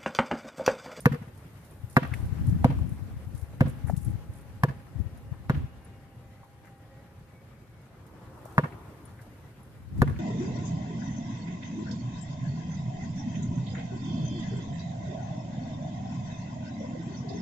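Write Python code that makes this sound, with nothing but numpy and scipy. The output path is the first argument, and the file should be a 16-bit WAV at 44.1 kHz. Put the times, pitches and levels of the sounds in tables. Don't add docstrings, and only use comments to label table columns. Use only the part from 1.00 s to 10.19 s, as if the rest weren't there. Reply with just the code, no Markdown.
import sys
import numpy as np
from scipy import signal
from scipy.fft import rfft, irfft, next_fast_len
from scipy.io import wavfile
from scipy.ndimage import uniform_filter1d

SR = 44100
rng = np.random.default_rng(int(sys.argv[2]) if len(sys.argv) > 2 else 0)


def how_loud(loudness_db):
    steps = np.asarray(loudness_db, float) / 20
    return 10 ** steps


def digitize_waveform(pressure):
    field = np.atleast_2d(pressure).T
    bounded = np.clip(field, -1, 1)
    quanta = np.round(bounded * 32767).astype(np.int16)
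    wavfile.write(sys.argv[1], SR, quanta)


N = 405279

# start_s, traffic_db, rustle_db
SURROUNDINGS = [(0.0, -59, -63), (0.33, -57.5, -65.5), (0.97, -59, -60.5), (1.12, -50.5, -63.5),
                (2.48, -58, -64), (2.74, -56.5, -63.5), (5.22, -59.5, -71), (7.07, -60, -72),
                (7.52, -55.5, -64), (8.88, -60, -69), (9.19, -52.5, -113)]


def rms_one(x):
    return x / np.sqrt(np.mean(x ** 2) + 1e-20)


def in_time(rows, outside_db=None):
    s, *columns = np.transpose(rows)
    return [np.interp(np.arange(N) / SR, s, c, outside_db, outside_db) for c in columns]


def at_hz(points, hz):
    return np.interp(np.log(hz), np.log(np.array(points)[:, 0]), np.array(points)[:, 1])


def drift(rate):
    r = np.exp(-80 * np.pi * rate / SR)
    slow = signal.lfilter([1], [1, -2 * r, r * r], rng.standard_normal(N // 40 + 2002))[2000:]
    return np.interp(np.arange(N) / 40, np.arange(len(slow)), rms_one(slow))


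def modes(table, t, spread_db, detune, turn):
    hz, level_db, t60 = np.transpose(table)[:, :, None]
    luck = rng.standard_normal((3, len(table), 1))
    cycles = hz * (1 + detune * luck[1]) * t + turn * luck[2]
    fading = how_loud(level_db + spread_db * luck[0] - 60 * t / t60)
    return np.sum(fading * np.cos(2 * np.pi * cycles), axis=0)


def band(x, low_hz, high_hz):
    return signal.sosfilt(signal.butter(2, [low_hz, min(high_hz, .45 * SR)], "band", fs=SR, output="sos"), x)


def hiss_band(length, low_hz, high_hz):
    return band(rng.standard_normal((2, length)), low_hz, high_hz)


def add(out, s, sound):
    i = int(np.clip(round(s * SR), 0, N))
    out[:, i:i + sound.shape[-1]] += sound[..., :N - i]


def pan(x, lr_db):
    return x * how_loud([[lr_db / 2], [-lr_db / 2]])


def coloured(spectrum, patchy_db):
    # pitch_hz, likeness (-1 to 1)
    likeness = [(60, 0.98), (150, 0.99), (380, 0.85), (950, 0.56), (2380, 0.073), (5980, -0.13),
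                (15000, -0.13)]
    # pitch_hz, left_right_db
    balance = [(60, 0.5), (180, 0), (550, -1), (1650, 4.5), (4970, 0.0), (15000, -8.5)]
    size = next_fast_len(N, True)
    hz = np.maximum(np.arange(size // 2 + 1) * SR / size, 1)
    mid, side = rfft(rng.standard_normal((2, size))) * how_loud(at_hz(spectrum, hz))
    alike = np.clip(at_hz(likeness, hz), -1, 1)
    pair = np.sqrt(1 + alike) * mid + np.sqrt(1 - alike) * side * [[1], [-1]]
    pair = pair * how_loud(np.outer([.5, -.5], at_hz(balance, hz)))
    return rms_one(irfft(pair, size)[:, :N] * how_loud(patchy_db * drift(9.8)))


def patches(x, depth_db):
    spots = signal.stft(x, nperseg=1024)[2]
    field = rng.standard_normal(spots.shape[1:])
    field = uniform_filter1d(uniform_filter1d(field, size=9, axis=0), size=4, axis=1)
    return signal.istft(spots * how_loud(depth_db * rms_one(field)), nperseg=1024)[1][:, :N]


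def gusts():
    # peak_s, fall_s (time to fall 10 dB, held to at least 0.01), left_db, right_db
    gust_table = [(0.1, 0.01, -22, -57), (0.8, -1.05, -44, -66), (1.05, -0.01, -33, -38),
                  (1.2, .09, -25, -54), (1.5, 0.1453, -18, -28), (1.65, 0.21, -33, -25),
                  (1.83, 0.1047, -23, -36), (2.12, 0.15, -35.5, -36), (2.33, 0.06, -31, -55),
                  (2.67, 0.0756, -25.5, -27), (2.901, 0.0458, -21, -40), (3.09, 0.06, -20.5, -31),
                  (3.24, 0.15, -41, -58), (3.4, 0.5, -44, -45), (3.6, -0.13, -39, -52),
                  (3.702, -0.17, -82, -31), (4.002, 0.02, -17, -55), (4.15, 0.13, -56, -52),
                  (4.3, 0.3, -40.5, -44), (4.58, 0.0376, -20.5, -19), (9.0, 0.04, -19, -23.5),
                  (9.1, 0.12, -24, -27)]
    # pitch_hz, level_db (per Hz)
    gust_colour = [(30, -9), (55, 1), (85, 8.5), (120, -0.5), (200, -6.5), (300, -13.5), (450, -33.5),
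                   (700, -57.5)]
    breeze_db = -61.5
    size = next_fast_len(N, True)
    hz = np.maximum(np.arange(size // 2 + 1) * SR / size, 1)
    noise = irfft(rfft(rng.standard_normal((2, size))) * how_loud(at_hz(gust_colour, hz)), size)[:, :N]
    lumps = how_loud(1.54 * np.array([drift(40), drift(18.0)]))
    steps = np.arange(0, N, 100) / SR
    force = how_loud(breeze_db)
    for s, fall, left_db, right_db in gust_table:
        force = force + how_loud([[left_db], [right_db]] - 10 * abs(steps - s) / max(fall, .01))
    force = np.array([np.interp(np.arange(N) / SR, steps, f) for f in force])
    return force * how_loud(-4.5) * rms_one(noise * lumps)


def buffets():
    # peak_s, peak_db, pitch_hz
    left_puffs = [(0.842, -24, 106), (1.121, -19, 111.6), (1.157, -23.5, 102.6), (1.199, -19, 90.5),
                  (1.232, -18, 84), (1.29, -26.5, 134), (1.328, -18, 119), (1.411, -18, 124),
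                  (1.478, -12, 128), (1.529, -14, 159), (1.564, -16.5, 154), (1.818, -17, 106),
                  (1.849, -20.5, 126.3), (1.923, -20, 138), (2.023, -24, 110), (2.169, -23, 102),
                  (2.274, -24, 107), (2.35, -21.5, 106), (2.431, -21.5, 84.4), (2.848, -18, 114.4),
                  (2.937, -13, 138), (2.978, -16.5, 123), (3.08, -18, 101), (3.153, -19.5, 104.5),
                  (3.961, -22.5, 112), (4.064, -21, 97), (4.322, -20, 121), (4.644, -23, 106),
                  (9.053, -19, 135), (9.09, -19, 115)]
    # peak_s, peak_db, pitch_hz
    right_puffs = [
        (1.241, -28, 101),
        (1.264, -21.5, 96),
        (1.415, -22, 180),
        (1.49, -15, 112),
        (1.549, -16.5, 149),
        (1.572, -29, 112),
        (3.299, -25, 100),
        (8.979, -43, 121),
        (9.063, -22, 138),
        (9.102, -26, 141),
    ]
    out, t = np.zeros((2, N)), np.arange(-1500, 1500) / SR
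    for port, rows in zip(np.eye(2)[:, :, None], (left_puffs, right_puffs)):
        for s, peak_db, puff_hz in rows:
            swell = np.exp(-(t * puff_hz / 0.75) ** 2)
            puff = swell * np.cos(2 * np.pi * (puff_hz * t + rng.random()))
            add(out, s + t[0], how_loud(peak_db) * puff * port)
    return out


def traffic():
    # pitch_hz, level_db (per Hz)
    traffic_colour = [(20, -38), (43, -9.5), (109, -0.5), (190, -11), (400, -19), (1860, -29), (3180, -37),
                      (14000, -50)]
    traffic_db = in_time(SURROUNDINGS)[0]
    swell_db = 0.9 * (traffic_db - np.median(traffic_db))
    return how_loud(-49.5 + swell_db) * coloured(traffic_colour, patchy_db=1.1)


def rustle():
    rustle_db = in_time(SURROUNDINGS)[1]
    snaps = rng.random(N) < 150.0 * how_loud(6.0 * drift(4)) / SR
    crackle = 1 + 2.2 * snaps * rng.exponential(1, N)
    hiss = rms_one(band(rng.standard_normal((2, N)) * crackle, 8300, 15600))
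    return how_loud(rustle_db - 5 + 0.62 * drift(46)) * hiss


def far_hum():
    return how_loud(-78 + 1.5 * drift(3)) * rms_one(hiss_band(N, 1750, 2330))


def whistles():
    # start_s, end_s, pitch_hz, level_db
    whistle_table = [(4.1, 4.4, 2830, -81), (4.6, 5.05, 2835, -75), (5.1, 5.22, 2850, -77),
                     (5.6, 5.78, 2850, -78), (6.28, 6.43, 2255, -69), (6.54, 6.67, 2255, -70),
                     (6.68, 6.9, 2210, -75), (5.2, 5.45, 2025, -75), (5.3, 6.2, 1900, -76),
                     (3.75, 4.12, 1880, -71), (4.7, 5.15, 2220, -77), (0, 9.19, 532, -67)]
    out = np.zeros((2, N))
    waver_db, waver_hz = 4 * drift(12), 10 * drift(14)
    for start, end, line_hz, line_db in whistle_table:
        span = slice(int(start * SR), int(end * SR))
        on = np.sin(np.linspace(0, np.pi, span.stop - span.start)) ** .5
        cycles = np.cumsum(line_hz + waver_hz[span]) / SR
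        add(out, start, on * how_loud(line_db + waver_db[span]) * np.sin(2 * np.pi * cycles))
    return out


def ticks():
    # start_s, peak_db, ringing_share (0-1), left_right_db
    tick_table = [(0.0034, -34.5, 0.48, -3.5), (0.3476, -54, 0.1, -5), (.571, -56, .1, -2),
                  (.659, -54, .2, -2), (7.377, -56, .1, -2), (7.486, -56, .1, -2), (7.497, -54, .3, -2),
                  (7.513, -56, .1, -2), (7.523, -52, .05, -2), (7.549, -57, .1, -2), (5.44, -59, .1, -2),
                  (5.78, -59, .2, -2), (6.815, -59, .1, -2), (5.67, -57, .2, -2), (0.3753, -50, 0.27, 0),
                  (0.6473, -47, 0.3, -5), (0.708, -52, 0.4, -2.0), (0.898, -43, 0.4, -1),
                  (0.909, -47, 0.3, -4), (0.927, -44.5, 0.35, -7), (1.138, -37, 0.3, -1),
                  (1.255, -45, 0.48, -4), (1.495, -44.5, 0.1, -7), (1.784, -53, 0.27, -17),
                  (1.8927, -46.5, 0.44, -1.5), (2.35, -45.5, 0.15, -1.0), (2.378, -47, 0.3, -1.0),
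                  (2.413, -46, 0.27, -1), (2.6989, -45, 0.4, -8), (2.8973, -41, 0.12, -2),
                  (2.9651, -37.5, 0.27, 4), (3.047, -41.5, 0.47, -9), (3.4096, -56, 0.4, -1.5),
                  (4.174, -52, 0.42, -5), (4.8474, -51, 0.6, 2), (5.654, -56, 0, -9),
                  (7.065, -51.5, 0.26, -6), (7.453, -45.5, 0.14, -5), (8.0531, -47, 0.65, 6),
                  (8.214, -46, 0.22, -1), (8.631, -54, 0.55, -3), (8.9785, -56, 0.3, -22)]
    # pitch_hz, level_db, t60_s
    link_modes = [(9100, -1, 0.031), (10060, -4, 0.078), (9630, 9, 0.052), (11060, 14.5, 0.018),
                  (12300, -23, .03), (13100, -2, .025)]
    out, t = np.zeros((2, N)), np.arange(int(.15 * SR)) / SR
    for s, peak_db, rings, lr_db in tick_table:
        rings = np.clip(rings, 0, 1)
        dry_grit = (how_loud(-60 * t / 0.011) + how_loud(-12 - 60 * t / 0.2)) * hiss_band(len(t), 4750, 21000)
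        link = modes(link_modes, t, spread_db=3.0, detune=.006, turn=.3)
        blend = (1 - rings) * dry_grit + 0.57 * rings ** 2 * link
        add(out, s, pan(how_loud(peak_db + 1.5) * (1 - np.exp(-t / .0014)) * blend, lr_db))
    return out


def wall_echoes(out, s, near, echo_db, second_db, push, bright):
    # delay_s (after the nearest wall), level_db, left_right_db
    wall_table = [(0, -2, 1.5), (.0065, -2, -1.5), (.013, -11, -1), (0.021, -5.5, 1), (0.035, -14, 2),
                  (.095, -18, 1.5), (.112, -17, 5), (0.161, -21, 1)]
    for k, (delay, wall_db, lr_db) in enumerate(wall_table):
        ribs = rng.standard_normal((2, 900)) * np.hanning(900) ** 2.6 * how_loud(-29.5)
        echo = push + signal.fftconvolve(ribs, [bright], axes=1)[:, :len(push)]
        level = how_loud(echo_db + wall_db + second_db * (k == 1))
        add(out, s + near + delay * (1 + .05 * rng.standard_normal()), pan(echo, lr_db) * level)


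def scatter(t, near, slap_db):
    first_echoes = np.exp(-((t - near - .015) / 0.0049) ** 2)
    tail = how_loud(slap_db - 23 - 60 * t / 0.79) * (0.67 + first_echoes * 0.96)
    return tail * (1.5 * hiss_band(len(t), 300, 1350) + .6 * hiss_band(len(t), 1400, 3200))


def bounces():
    # start_s, slap_db (peak), push_db, grit_db, echo_delay_s (nearest wall)
    bounce_table = [
        (0.057, -12, -13, -28, 0.056),
        (0.9665, -7, -15.5, -29.5, 0.053),
        (1.645, -11, -12.5, -37, 0.048),
        (2.6075, -13, -13.5, -40, 0.043),
        (3.6345, -17, -15.5, -34, 0.042),
        (4.496, -12.5, -17, -41, .040),
        (7.5795, -14.5, -16, -38, 0.048),
        (9.017, -17, -16.5, -34, 0.049),
    ]
    # shell_db, casing_db, ring_db (cavity), then over it low_db, middle_db, upper_db, top_db;
    # tilt_db (casing low over high)
    paving = [(-16, -21.5, -21.5, -8, 4, .5, -4, -5), (-16, -21.5, -16, -8.5, .5, -.5, -9, 2),
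              (-13.5, -24.5, -24.5, 4, -8.5, -14, -9, -6), (-17.5, -26, -29, -4.5, 0, -1.5, -5, 9),
              (-30, -25.5, -22.5, -8.5, -9.5, -1.5, -14, 0), (-25.5, -30.5, -27, -10.5, 0, -2, -15, 7),
              (-23.5, -25.5, -16, -7.5, -4.5, -4.5, -14, -3), (-18, -23, -27, -1, 7, 0, -9, 9)]
    # slap_s (after the push starts), cushion_db, walls_db, second_db (second wall)
    landing = [(-.0003, -24, 2, -12), (0.0002, -24, -1.5, -9), (-.0008, -20, -1, -1), (-.0004, -18, -2, -8),
               (.0003, -21, -5, -1), (.0006, -22, -4, -6), (.0009, -24, -3.5, 3), (.0012, -12, 0, -8)]
    # pitch_hz, level_db, t60_s
    cavity_modes = np.array([(724, 4, .022), (840, -2.5, 0.027), (969.5, -17, 0.14), (975, 2.5, 0.022),
                             (1106, -3.5, 0.04), (1202, -3, 0.04), (1435, -5.5, 0.054), (1567, -3.5, 0.034),
                             (1681, -2, 0.045), (1787, 0.5, 0.035), (2060, 3, 0.014), (2290, -6.5, 0.041),
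                             (2648, -6.5, 0.055), (3100, -10, 0.015)])
    paving_hz = [730, 1030, 1350, 1700, 2400]
    # pitch_hz, level_db, t60_s
    push_modes = [(138, -4.5, 0.045)]
    # pitch_hz, level_db, t60_s
    shell_modes = [(242.4, 0.0018, 0.042)]
    # pitch_hz, level_db, t60_s
    casing_modes = [(365, -4, .035), (430, -5, .03), (495, -2, .045), (570, -5, .025), (650, -4, .03)]
    rebound_s = 0.00803
    port_lag = 7.8
    only_level = [0, 1, 0]
    out, t = np.zeros((2, N)), np.arange(int(.3 * SR)) / SR
    for bounce, ground, land in zip(bounce_table, paving, landing):
        s, slap_db, push_db, grit_db, near = bounce
        shell_db, casing_db, ring_db, low_db, middle_db, upper_db, top_db, tilt_db = ground
        slap_s, cushion_db, walls_db, second_db = land

        fall = t[:900] - .008
        cushion = -how_loud(cushion_db) * np.exp(-np.abs(fall) / np.where(fall < 0, .0025, .0008))
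        add(out, s + slap_s - .0073, cushion * [[1], [1]])

        contact = (1 - np.exp(-t / .003)) ** 2
        shell = how_loud(shell_db + 11) * modes(shell_modes, t - .001, spread_db=.5, detune=.02, turn=.01)
        air = how_loud(push_db + 17.5) * modes(push_modes, t - .001, spread_db=.5, detune=.02, turn=.01)
        push = contact * (shell - air)

        since = np.maximum(t - rebound_s, 0)
        tilt = np.linspace(.5, -.5, len(casing_modes)) * tilt_db
        tilted = casing_modes + np.outer(tilt, only_level)
        casing = modes(tilted, since, spread_db=2.5, detune=0.03, turn=0.31)
        casing = how_loud(casing_db + 10.5) * (1 - np.exp(-since / 0.0038)) * casing

        touch = 1 - np.exp(-t / .0006)
        ground_colour = np.c_[paving_hz, [low_db, 0, middle_db, upper_db, top_db]]
        struck_db = ring_db + at_hz(ground_colour, cavity_modes[:, 0])
        struck = cavity_modes + np.outer(struck_db, only_level)
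        slap = -touch * how_loud(3.5) * modes(struck, t - .0005, spread_db=0.0, detune=0.012, turn=0.13)
        rough = touch * how_loud(slap_db - 16.5 - 60 * t / 0.082) * hiss_band(len(t), 500, 2440)
        crunch = hiss_band(len(t), 1870, 6120) + how_loud(-2.5) * hiss_band(len(t), 9460, 13300)
        grit = how_loud(grit_db + 5.0 - 60 * t / 0.033) * crunch
        late = np.interp(t - port_lag / SR, t, slap, 0)
        add(out, s, push + pan(casing, -3.0))
        add(out, s + slap_s, pan(np.array([late, slap]) + rough, 1.5) + pan(grit, -2.5))

        lead_in = np.linspace(0, 1, 265) * hiss_band(265, 500, 3100)
        add(out, s + slap_s - .006, how_loud(slap_db - 25) * lead_in)

        echo_db = 4.0 - 320 * near + walls_db
        bright = slap + 1.3 * casing + how_loud(0.6) * grit[0]
        wall_echoes(out, s, near, echo_db, second_db, push, bright)
        add(out, s, scatter(t, near, slap_db))
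    return out


def whine():
    # start_s, pitch_hz, level_db
    whine_table = [
        (0.8, 827, -66),
        (1.3, 812, -66),
        (2.3, 815, -72),
        (3.0, 815, -61.5),
        (3.4, 829, -65.5),
        (4.3, 805.5, -66.5),
        (5.2, 798, -66.5),
        (5.9, 800, -63.5),
        (6.5, 814, -75.5),
    ]
    hz, level_db = in_time(whine_table)[0], in_time(whine_table, -120)[1]
    cycles = np.cumsum(hz + 3 * drift(15) + 5 * drift(3)) / SR
    return how_loud(level_db + 2.5 * drift(7)) * np.sin(2 * np.pi * cycles)


def scuffs():
    # start_s, peak_db, pitch_hz (centre), t60_s
    scuff_table = [(1.113, -55, 1500, 0.1), (1.135, -39, 2072, 0.035), (1.137, -49, 3570, 0.02),
                   (1.786, -50, 885, 0.029), (2.872, -55, 940, 0.03), (2.869, -58, 1600, .03),
                   (2.882, -45, 1720, 0.022), (2.883, -50, 800, 0.025), (2.896, -45, 1650, 0.02),
                   (2.92, -50, 900, 0.022), (2.896, -28, 720, 0.02), (4.325, -57, 890, 0.062),
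                   (4.335, -60.5, 1710, 0.044), (5.43, -60, 895, 0.12), (5.645, -63, 1800, 0.075),
                   (5.67, -60.5, 1720, 0.082), (7.721, -52, 1977, 0.038), (7.374, -45, 850, 0.02),
                   (7.454, -31.5, 700, 0.018), (8.186, -64.5, 1670, 0.17), (9.16, -52, 2000, 0.04),
                   (9.125, -62, 1380, .2), (2.963, -58, 3300, .02)]
    out, t = np.zeros((2, N)), np.arange(int(.25 * SR)) / SR
    for s, peak_db, hz, t60 in scuff_table:
        grains = rng.standard_normal((2, len(t))) * (1 + 5 * (rng.random(len(t)) < 600 / SR))
        burst = band(grains + grains[0], hz / 1.25, hz * 1.2)
        burst = rms_one(band(burst, hz / 1.8, hz * 1.5))
        add(out, s, how_loud(peak_db + 11.0 - 60 * t / t60) * (1 - np.exp(-t / 0.0029)) * burst)
    return out


def drags():
    # start_s, end_s, level_db
    drag_table = [
        (1.15, 1.26, -60),
        (1.46, 1.5, -56),
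        (1.87, 1.98, -62),
        (2.34, 2.45, -60),
        (2.67, 2.705, -52),
        (2.865, 2.905, -54),
        (2.962, 2.995, -51),
        (2.998, 3.055, -51),
        (3.05, 3.14, -60),
        (3.32, 3.43, -62),
    ]
    noise, stroke = rng.standard_normal((2, N)), np.zeros((1, N))
    rub = rms_one(band(noise, 7100, 12500) + 0.88 * band(noise, 9100, 10500))
    for start, end, level_db in drag_table:
        swell = np.sin(np.linspace(0, np.pi, int((end - start) * SR))) ** .5
        add(stroke, start, how_loud(level_db) * swell)
    return pan(rub * stroke * how_loud(-5.5 + 4.4 * drift(63)), -1.5)


def passing_car():
    # start_s, level_db
    car_table = [
        (6.5, -89),
        (7.0, -60.5),
        (7.4, -55),
        (7.7, -51.5),
        (8.2, -63),
        (8.7, -92),
    ]
    # pitch_hz, level_db (per Hz)
    tyre_colour = [(150, -10), (300, 15.5), (600, 7), (1000, 9.5), (1500, 1.5), (2300, -42), (4000, -128)]
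    return how_loud(in_time(car_table, -120)[0]) * coloured(tyre_colour, patchy_db=.4)


def scene():
    backdrop = patches(traffic() + rustle() + far_hum() + passing_car(), depth_db=1.3)
    far_tones = whistles() + whine()
    player = ticks() + bounces() + scuffs() + drags()
    return gusts() + buffets() + backdrop + far_tones + player


def low_pass(x):
    return signal.sosfilt(signal.butter(12, 15620, fs=SR, output="sos"), x)


def record(dry):
    x = signal.sosfilt(signal.butter(2, 45.0, "high", fs=SR, output="sos"), dry)
    x = signal.sosfilt(signal.cheby2(8, 35, 15050, fs=SR, output="sos"), x)
    mix = 1.5 * np.tanh(x / 1.4)
    return low_pass(mix)


dry = scene()
out = record(dry)
digitize_waveform(out)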